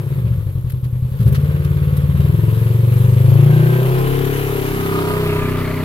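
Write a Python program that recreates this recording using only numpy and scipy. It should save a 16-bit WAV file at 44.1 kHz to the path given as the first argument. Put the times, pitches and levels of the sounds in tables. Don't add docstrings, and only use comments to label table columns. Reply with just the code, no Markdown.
import sys
import numpy as np
from scipy import signal
from scipy.fft import rfft, irfft, next_fast_len
from scipy.io import wavfile
from scipy.ndimage import uniform_filter1d, map_coordinates

SR = 44100
rng = np.random.default_rng(int(sys.argv[2]) if len(sys.argv) > 2 else 0)


def convert_level_to_amplitude(level_db):
    exponent = np.asarray(level_db, float) / 20
    return 10 ** exponent


def output_pcm(signal):
    pcm = np.clip(np.atleast_2d(signal).T, -1, 1) * 32767
    wavfile.write(sys.argv[1], SR, np.round(pcm).astype(np.int16))


N = 257544
T = np.arange(N) / SR

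# start_s, cycles_per_s
ENGINE_SPEED = [(0.0, 11.43), (0.09, 19.54), (0.18, 14.96), (0.28, 15.22), (0.51, 11.42), (0.91, 10.14),
                (1.14, 10.9), (1.26, 16.51), (1.45, 18.32), (2.08, 18.19), (2.33, 21.41), (3.13, 24.55),
                (3.53, 29.97), (3.96, 33.23), (4.39, 34.82), (4.82, 32.97), (5.33, 31.42), (5.84, 31.67)]
# start_s, view (0 idling, 1 far behind, 2 backing, 3 turning, 4 near, 5 side on,
# 6 passing, 7 past), nearness_db
VEHICLE_PATH = [(0, 2.37, -2.5), (.5, 0, 0.5), (1.15, 0, 1.5), (1.3, 1, -0.5), (2.12, 1, 0), (2.5, 2, -2.5),
                (3.1, 2, -3.5), (3.5, 3, -3.5), (3.8, 3, -3), (4.1, 3.5, -3.5), (4.6, 4, -3.5), (5, 5, 0),
                (5.35, 6, -1), (5.84, 7.5, -3.5)]
# view, second_cylinder_db, roughness (0-1), boom_lead_ms
FIRING_BY_VIEW = [
    (0, -2, .18, 3),
    (.6, -3.5, .15, 11),
    (1, -3, .08, 8.5),
    (2, -12, .04, 8),
    (3, -6, .035, 4),
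    (4, -3.5, .025, 1),
    (5, -6, .03, -1),
    (7, -6, .045, -1),
]
# view, bark_db, hiss_db
BALANCE_BY_VIEW = [
    (0, 1, -5),
    (.6, -1, -4.5),
    (1, 4, -7.5),
    (2, 6, -4.5),
    (3, 8.5, -6.5),
    (4, 6.5, -5),
    (4.4, 5, -5.5),
    (5, 8.3, -6.5),
    (6, 4.5, -9),
    (7, 4, -9.5),
]


def unit(x):
    return x / np.sqrt(np.mean(x ** 2) + 1e-20)


def even(x, span_s):
    size = int(span_s * SR)
    power = uniform_filter1d(uniform_filter1d(x ** 2, size), size)
    return x / np.sqrt(np.abs(power) + 1e-20)


def along(points, hz):
    f, v = np.transpose(points)
    return np.interp(np.log(hz + 1), np.log(f + 1), v)


def curves(rows):
    s, *cols = np.transpose(rows)
    return [np.interp(T, s, c) for c in cols]


def seen(rows, view):
    at, *cols = np.transpose(rows)
    return [np.interp(view, at, c) for c in cols]


def wobble(rate):
    coarse = T[::12]
    knots = rng.standard_normal(int(N * rate / SR) + 4)
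    return np.interp(T, coarse, map_coordinates(knots, [coarse * rate]))


def filtered(x, response):
    m = next_fast_len(N + SR // 2)
    return irfft(rfft(x, m) * response(np.fft.rfftfreq(m, 1 / SR)), m)[..., :N]


def causal(points):
    def response(hz):
        cep = irfft(np.log(convert_level_to_amplitude(along(points, hz)) + 1e-4))
        cep[1:len(hz) - 1] *= 2
        cep[len(hz):] = 0
        return np.exp(rfft(cep))
    return response


def above(hz, edge_hz, order):
    return 1 / np.sqrt(1 + (edge_hz / (hz + 1)) ** (2 * order))


def blend(layers, view):
    return sum(x * np.clip(1 - np.abs(view - k), 0, 1) for k, x in enumerate(layers))


def crank(start):
    return np.cumsum(curves(ENGINE_SPEED)[0]) / SR + start


def running_db():
    idle_db, idle_rate, speed_power = -47, 10.75, 2.042
    rate = uniform_filter1d(curves(ENGINE_SPEED)[0], SR // 5)
    return idle_db + 20 * speed_power * np.log10(rate / idle_rate) + curves(VEHICLE_PATH)[1]


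def throttle():
    # start_s, strength_db
    stabs = [
        (.97, 3.5),
        (1.187, 12.5),
        (2.16, 2.5),
        (2.6, 0),
        (3.25, 1),
    ]
    rise_s, fall_s = .03, .11
    since = np.clip(T - np.array(stabs)[:, :1], 0, None)
    shape = (1 - np.exp(-since / rise_s)) * np.exp(-since / fall_s)
    return np.array(stabs)[:, 1] @ (shape / shape.max())


def firings(turn, view):
    gap, jitter, scatter_db = .25, .02, 6
    second_db, rough, _ = seen(FIRING_BY_VIEW, view)
    cycles = np.arange(int(turn[-1]) + 1)
    pulses = np.zeros(N)
    for lag, db in ((0, 0 * T), (gap, second_db)):
        chance = rng.standard_normal((len(cycles), 2))
        at = np.interp(cycles + lag, turn, np.arange(N)).astype(int)
        fired = cycles + lag + jitter * rough[at] * chance[:, 0]
        late = np.interp(fired, turn, np.arange(N)).astype(int)
        pulses[late] += convert_level_to_amplitude(db[at] + scatter_db * rough[at] * chance[:, 1])
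    pulses[[0, -1]] = 0
    puff_decay_s = 0.023
    puff = np.convolve(pulses, np.exp(-T[:SR // 20] / puff_decay_s))[:N]
    return pulses, unit(puff), rough


def muffler(drive, view):
    # pitch_hz, level_db
    idle = [(25, -17.5), (50, -11.5), (80, -5), (125, 2), (160, -9.5), (200, -20.5), (260, -39), (350, -29),
            (480, -39), (900, -68)]
    far = [(18, -22), (36, -49), (72, -5), (90, -6), (108, 0.5), (144, -3.5), (163, -8.5), (181, -4),
           (199, -20.5), (235, -25.5), (253, -53), (326, -27.5), (470, -28.5), (978, -54.5)]
    backing = [(23, -37), (46, -34.5), (69, -22), (92, -11.5), (115, 4), (138, 0.5), (231, -36.5),
               (254, -38), (301, -37), (370, -25), (416, -29), (509, -32.5), (810, -50), (972, -30)]
    turning = [(30, -26), (61, -20.5), (91, -24.5), (122, -1), (152, -0.5), (213, -22.5), (244, -40),
               (274, -39), (305, -37), (335, -13.5), (366, -15), (427, -29), (488, -28.5), (946, -34.5)]
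    near = [(34, -8), (69, -7), (138, -1.5), (173, -12.5), (207, -34.5), (242, -14), (277, -9),
            (346, -10.5), (381, -4.5), (450, -10.5), (485, -1), (519, -35.5), (762, -31), (935, -34)]
    side = [(31, -9), (63, -21), (94, -2.5), (126, -8.5), (157, -0.5), (189, -4.5), (283, -15.5),
            (378, -11), (410, -1.5), (441, -6.5), (473, -39.5), (567, -26.5), (914, -40), (946, -11)]
    views = (idle, far, backing, turning, near, side)
    closed = lambda p: [(p[0][0] / 2, p[0][1] - 25), *p, (1500, -90)]
    rung = [unit(filtered(drive, causal(closed(p)))) for p in views]
    return blend(rung, np.minimum(view, len(views) - 1))


def tailpipe(bark, view):
    # view, bark_lead_ms, growl_db, scattered_share (0-1)
    outlet = [(0, -1, 2.5, 0.43), (1, 3.5, -0.5, 0.45), (2, 4, 0.5, 0.33), (3, 4, -2, 0.14),
              (3.3, 6.5, -9, 0.57), (4, 6.5, -5.5, 0), (4.4, 5.5, 11, 0.27), (5, 6, -4, 0.27),
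              (5.7, 5.5, -17, 0), (6.3, 6.5, 9, 0.1), (7, 5.5, 11, 0)]
    lead_ms, growl_db, scattered = seen(outlet, view)
    bark = even(np.interp(T + lead_ms / 1000, T, bark), span_s=0.11)
    path_ms = (3.08, 6.57, 11.03, 15.3, 21.1)
    paths = [unit(wobble(4.028)) * np.interp(T - ms / 1000, T, bark) for ms in path_ms]
    share = np.clip(scattered, 0, 1)
    bark = np.sqrt(1 - share) * bark + np.sqrt(share) * unit(sum(paths))
    growl = filtered(bark, lambda hz: above(hz, 205, order=8) ** 2 - above(hz, 357, order=6) ** 2)
    return bark + (convert_level_to_amplitude(growl_db) - 1) * growl


def exhaust(pulses, puff, rough, view):
    # start_s, level_db
    chamber_boom = [(0, -20.5), (.3, -15.5), (.5, -20), (1.0, -19), (1.17, -23.5), (1.4, -17.5),
                    (1.75, -15), (2.1, -14), (2.6, -13.5), (2.95, -11), (3.4, -8), (3.7, -12.5),
                    (4.15, -17), (4.6, -23), (5.0, -23), (5.33, -18.5), (5.55, -21), (5.84, -23)]
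    # start_s, delay_ms, level_db
    house_wall = [
        (0, 38, -2),
        (.45, 43, -5.5),
        (.6, 39.6, -8.5),
        (1.15, 40, -7),
        (1.4, 35, -8.5),
        (2.2, 36, -9.5),
        (3.2, 29.2, -13),
        (5.84, 23.3, -19.5),
    ]
    boom_db = curves(chamber_boom)[0] + throttle()
    bark_db = running_db() + seen(BALANCE_BY_VIEW, view)[0] + 0.84 * throttle()
    delay_ms, wall_db = curves(house_wall)
    turbulence = 1.5 * rough * puff * rng.standard_normal(N)
    pipe = muffler(unit(pulses) + turbulence, view)
    pipe = pipe + convert_level_to_amplitude(wall_db) * np.interp(T - delay_ms / 1000, T, pipe)
    bark = filtered(pipe, lambda hz: above(hz, 195.0, order=6) ** 2)
    boom = np.interp(T + seen(FIRING_BY_VIEW, view)[2] / 1000, T, pipe - bark)
    bark = filtered(bark, lambda hz: 1 - .6 * above(hz, 680, order=6))
    bark = tailpipe(bark, view)
    return convert_level_to_amplitude(boom_db) * even(boom, span_s=0.18), convert_level_to_amplitude(bark_db) * even(bark, span_s=0.073)


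def rattle(turn, size=256, renew=.25):
    patterns = rng.standard_normal((int(turn[-1] * renew) + 4, size))
    return unit(map_coordinates(patterns, [turn * renew, turn % 1 * size], mode="grid-wrap"))


def patchy_noise():
    z = signal.stft(rng.standard_normal((3, N)), nperseg=512)[2]
    field = uniform_filter1d(uniform_filter1d(rng.standard_normal(z.shape[1:]), 6, 0), 8, 1)
    return signal.istft(z * convert_level_to_amplitude(1.2 * unit(field)), nperseg=512)[1][:, :N]


def works(turn, puff, view):
    # pitch_hz, level_db
    far = [(320, -9.5), (550, -2.5), (633, -15), (804, -15.5), (925, -13), (1140, -10), (1310, -11.5),
           (2580, -15), (4160, -20.5), (5990, -24.5), (9940, -18.5), (11900, -7.5), (15800, -22)]
    near = [(320, -2), (550, -8.5), (804, -4), (874, -6.5), (978, -3.5), (1410, -7), (2510, -9.5),
            (3100, -12), (4720, -21), (5910, -21.5), (8760, -24), (11900, -11.5), (15800, -21.5)]
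    side = [(320, 1.5), (550, -5.5), (642, -6.5), (718, -8), (804, -8.5), (1230, -3), (1510, -9.5),
            (2440, -11.5), (4340, -20.5), (5830, -30.5), (9800, -29), (11800, -20), (15800, -30.5)]
    # pitch_hz, share (0-1)
    repeating = [(500, .85), (1200, .75), (2000, .3), (4000, .1)]
    clatter_db = running_db()
    hiss_db = clatter_db + seen(BALANCE_BY_VIEW, view)[1]
    noise = patchy_noise()
    tied = lambda hz: along(repeating, hz)
    loose = filtered(unit(noise[0]), lambda hz: np.sqrt(1 - tied(hz)))
    noise[0] = loose + filtered(rattle(turn), lambda hz: np.sqrt(tied(hz)) / 2.4)
    grit_db = 0.34 * wobble(40) + 0.82 * wobble(300) + 0.51 * wobble(8)
    noise = np.array([unit(row) for row in noise]) * (1 + 0.11 * puff) * convert_level_to_amplitude(grit_db)
    colours = [unit(filtered(noise, lambda hz: convert_level_to_amplitude(along(c, hz)))) for c in (far, near, side)]
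    mix = blend(colours, np.clip((view - 2) / 2, 0, 1) + np.clip(view - 4, 0, 1))
    hiss = filtered(mix, lambda hz: above(hz, 4340, order=4) ** 2)
    clatter = (mix - hiss) * (1 + .5 * puff)
    band = filtered(clatter, lambda hz: above(hz, 424, order=4))
    scale = lambda part: np.sqrt(np.abs(uniform_filter1d(part[0] ** 2, SR // 3)) + 1e-20)
    return convert_level_to_amplitude(clatter_db) * clatter / scale(band) + convert_level_to_amplitude(hiss_db) * hiss / scale(hiss)


def whines(turn):
    # start_s, end_s, first_hz, last_hz, level_db
    whine = [(4.77, 5.2, 1240, 1232, -33), (5.2, 5.65, 1205, 1200, -36.5), (5, 5.5, 975, 975, -38),
             (4.85, 5.15, 1400, 1390, -41), (5.22, 5.6, 1620, 1760, -44), (3.47, 3.82, 1560, 1585, -36),
             (1.35, 1.85, 1545, 1550, -51), (3.7, 4.2, 990, 1050, -40), (5.05, 5.9, 640, 620, -39),
             (3.05, 3.3, 8260, 8200, -59.5), (2.95, 3.25, 6750, 6250, -59.5), (4, 4.85, 3010, 3000, -49)]
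    # start_s, end_s, first_hz, last_hz, level_db
    rasp = [
        (5.2, 5.5, 2550, 2500, -40),
        (5.22, 5.85, 2150, 2050, -39.5),
    ]
    whine_waver_hz, rasp_waver_hz, fade_s = 6, 175, .06
    tones = [(*row, whine_waver_hz) for row in whine] + [(*row, rasp_waver_hz) for row in rasp]
    out = np.zeros(N)
    for start, end, first_hz, last_hz, db, waver_hz in tones:
        on = (T > start) & (T < end)
        glide_hz = np.interp(T[on], [start, end], [first_hz, last_hz])
        hz = glide_hz + waver_hz * wobble(30 + 2 * waver_hz)[on]
        gate = np.clip(np.minimum(T[on] - start, end - T[on]) / fade_s, 0, 1)
        level = convert_level_to_amplitude(db + 2.5 + 1.8 * wobble(20)[on])
        out[on] += gate * level * np.sin(2 * np.pi * np.cumsum(hz) / SR)
    return out * (1 + 0.65 * np.cos(2 * np.pi * (turn - .15)))


def clunks():
    # start_s, peak_db, bright_part_db, length_s
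    knocks = [(0.696, -39, 3, 0.013), (0.718, -39, 5, 0.0075), (0.837, -44.5, -2, 0.022),
              (1.185, -45, -11, 0.015), (1.201, -41.5, 0, 0.021), (1.227, -40, -1, 0.008),
              (1.259, -37.5, 2, 0.011), (1.274, -39.5, 4, 0.017), (1.322, -37, 3, 0.013),
              (1.344, -30, -8, 0.022), (1.645, -31.5, -5, 0.01), (1.965, -37, 3.5, 0.014),
              (2.2, -41, -1, 0.012)]
    dull, bright, t = np.zeros(N), np.zeros(N), T[:SR // 10]
    for s, db, bright_db, length in knocks:
        shape = t / 0.0031 / (1 + t / 0.0072) * np.exp(-(t / max(length, .002)) ** 2)
        dull[round(s * SR):][:len(t)] += convert_level_to_amplitude(db) * shape
        bright[round(s * SR):][:len(t)] += convert_level_to_amplitude(db + bright_db) * shape
    grit = rng.standard_normal((2, 3, N))
    # (Hz, dB)
    dull_colour = [(500, -22), (1200, 13), (3000, 7), (5000, 2.0), (8000, -8), (12000, -40)]
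    bright_colour = [(5000, -26), (8000, -9), (12000, 7), (15000, -6)]
    part = lambda env, g, colour: filtered(env * g, lambda hz: convert_level_to_amplitude(along(colour, hz)))
    return convert_level_to_amplitude(-3) * part(dull, grit[0], dull_colour) + convert_level_to_amplitude(2) * part(bright, grit[1], bright_colour)


def yard(x):
    # pitch_hz, t60_s
    decay = [(100, 0.22), (500, 0.45), (3000, 0.2), (12000, 0.052)]
    hz, t, z = signal.stft(rng.standard_normal((2, SR // 2)), SR, nperseg=256)
    tail = signal.istft(z * convert_level_to_amplitude(-60 * t / along(decay, hz)[:, None]), SR, nperseg=256)[1]
    late = np.pad(x, (700, 0))[None]
    return signal.fftconvolve(late, tail / np.linalg.norm(tail[0]), axes=1)[:, :N]


def scene():
    # start_s, balance_db (left minus right is this less 2 dB), left_lead_ms
    place = [
        (0, 1.5, 0.23),
        (2, 1, 0.25),
        (3.7, 2, 0.27),
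        (4.3, 3, 0.28),
        (4.8, 1.5, 0.25),
        (5.2, 0.5, 0.17),
        (5.7, 1, 0.026),
    ]
    # pitch_hz, share (0-1)
    alike = [(60, 0.58), (300, 0.84), (700, 0.79), (1500, 0.58), (3000, 0.6), (6000, 0.093), (12000, 0.036)]
    view = np.clip(curves(VEHICLE_PATH)[0], 0, 7)
    turn = crank(start=-0.0305)
    pulses, puff, rough = firings(turn, view)
    boom, bark = exhaust(pulses, puff, rough, view)
    upper = bark + whines(turn)
    noise = works(turn, puff, view) + clunks()
    share = lambda hz: np.clip(along(alike, hz), 0, 1)
    direct = boom + upper + filtered(noise[0], lambda hz: np.sqrt(share(hz)))
    diffuse = filtered(noise[1:], lambda hz: np.sqrt(1 - share(hz)))
    diffuse = diffuse + yard(convert_level_to_amplitude(-22) * boom + convert_level_to_amplitude(-14) * upper)
    left_db, left_lead_ms = curves(place)
    half = left_lead_ms * SR / 2000
    shifted = [map_coordinates(direct, [np.arange(N) + side * half], mode="nearest") for side in (1, -1)]
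    return (np.array(shifted) + diffuse) * convert_level_to_amplitude(np.array([left_db - 2, 2 - left_db]) / 2)


def band_limit(x):
    return signal.sosfilt(signal.butter(12, 16580, fs=SR, output="sos"), x)


def record(dry):
    # pitch_hz, left_minus_right_db
    tilt = [(60, 4), (110, 3.5), (200, 2), (380, 1.5), (700, 1.5), (1290, 0), (2380, 1), (4400, 4),
            (8120, 4.5), (15000, 4.5)]
    x = filtered(dry, lambda hz: convert_level_to_amplitude(np.array([along(tilt, hz), -along(tilt, hz)]) / 2))
    x = x / (1 + np.abs(x / 1.02) ** 5) ** (1 / 5)
    x = filtered(x, lambda hz: hz < 15900)
    return band_limit(x)


dry = scene()
out = record(dry)
output_pcm(out)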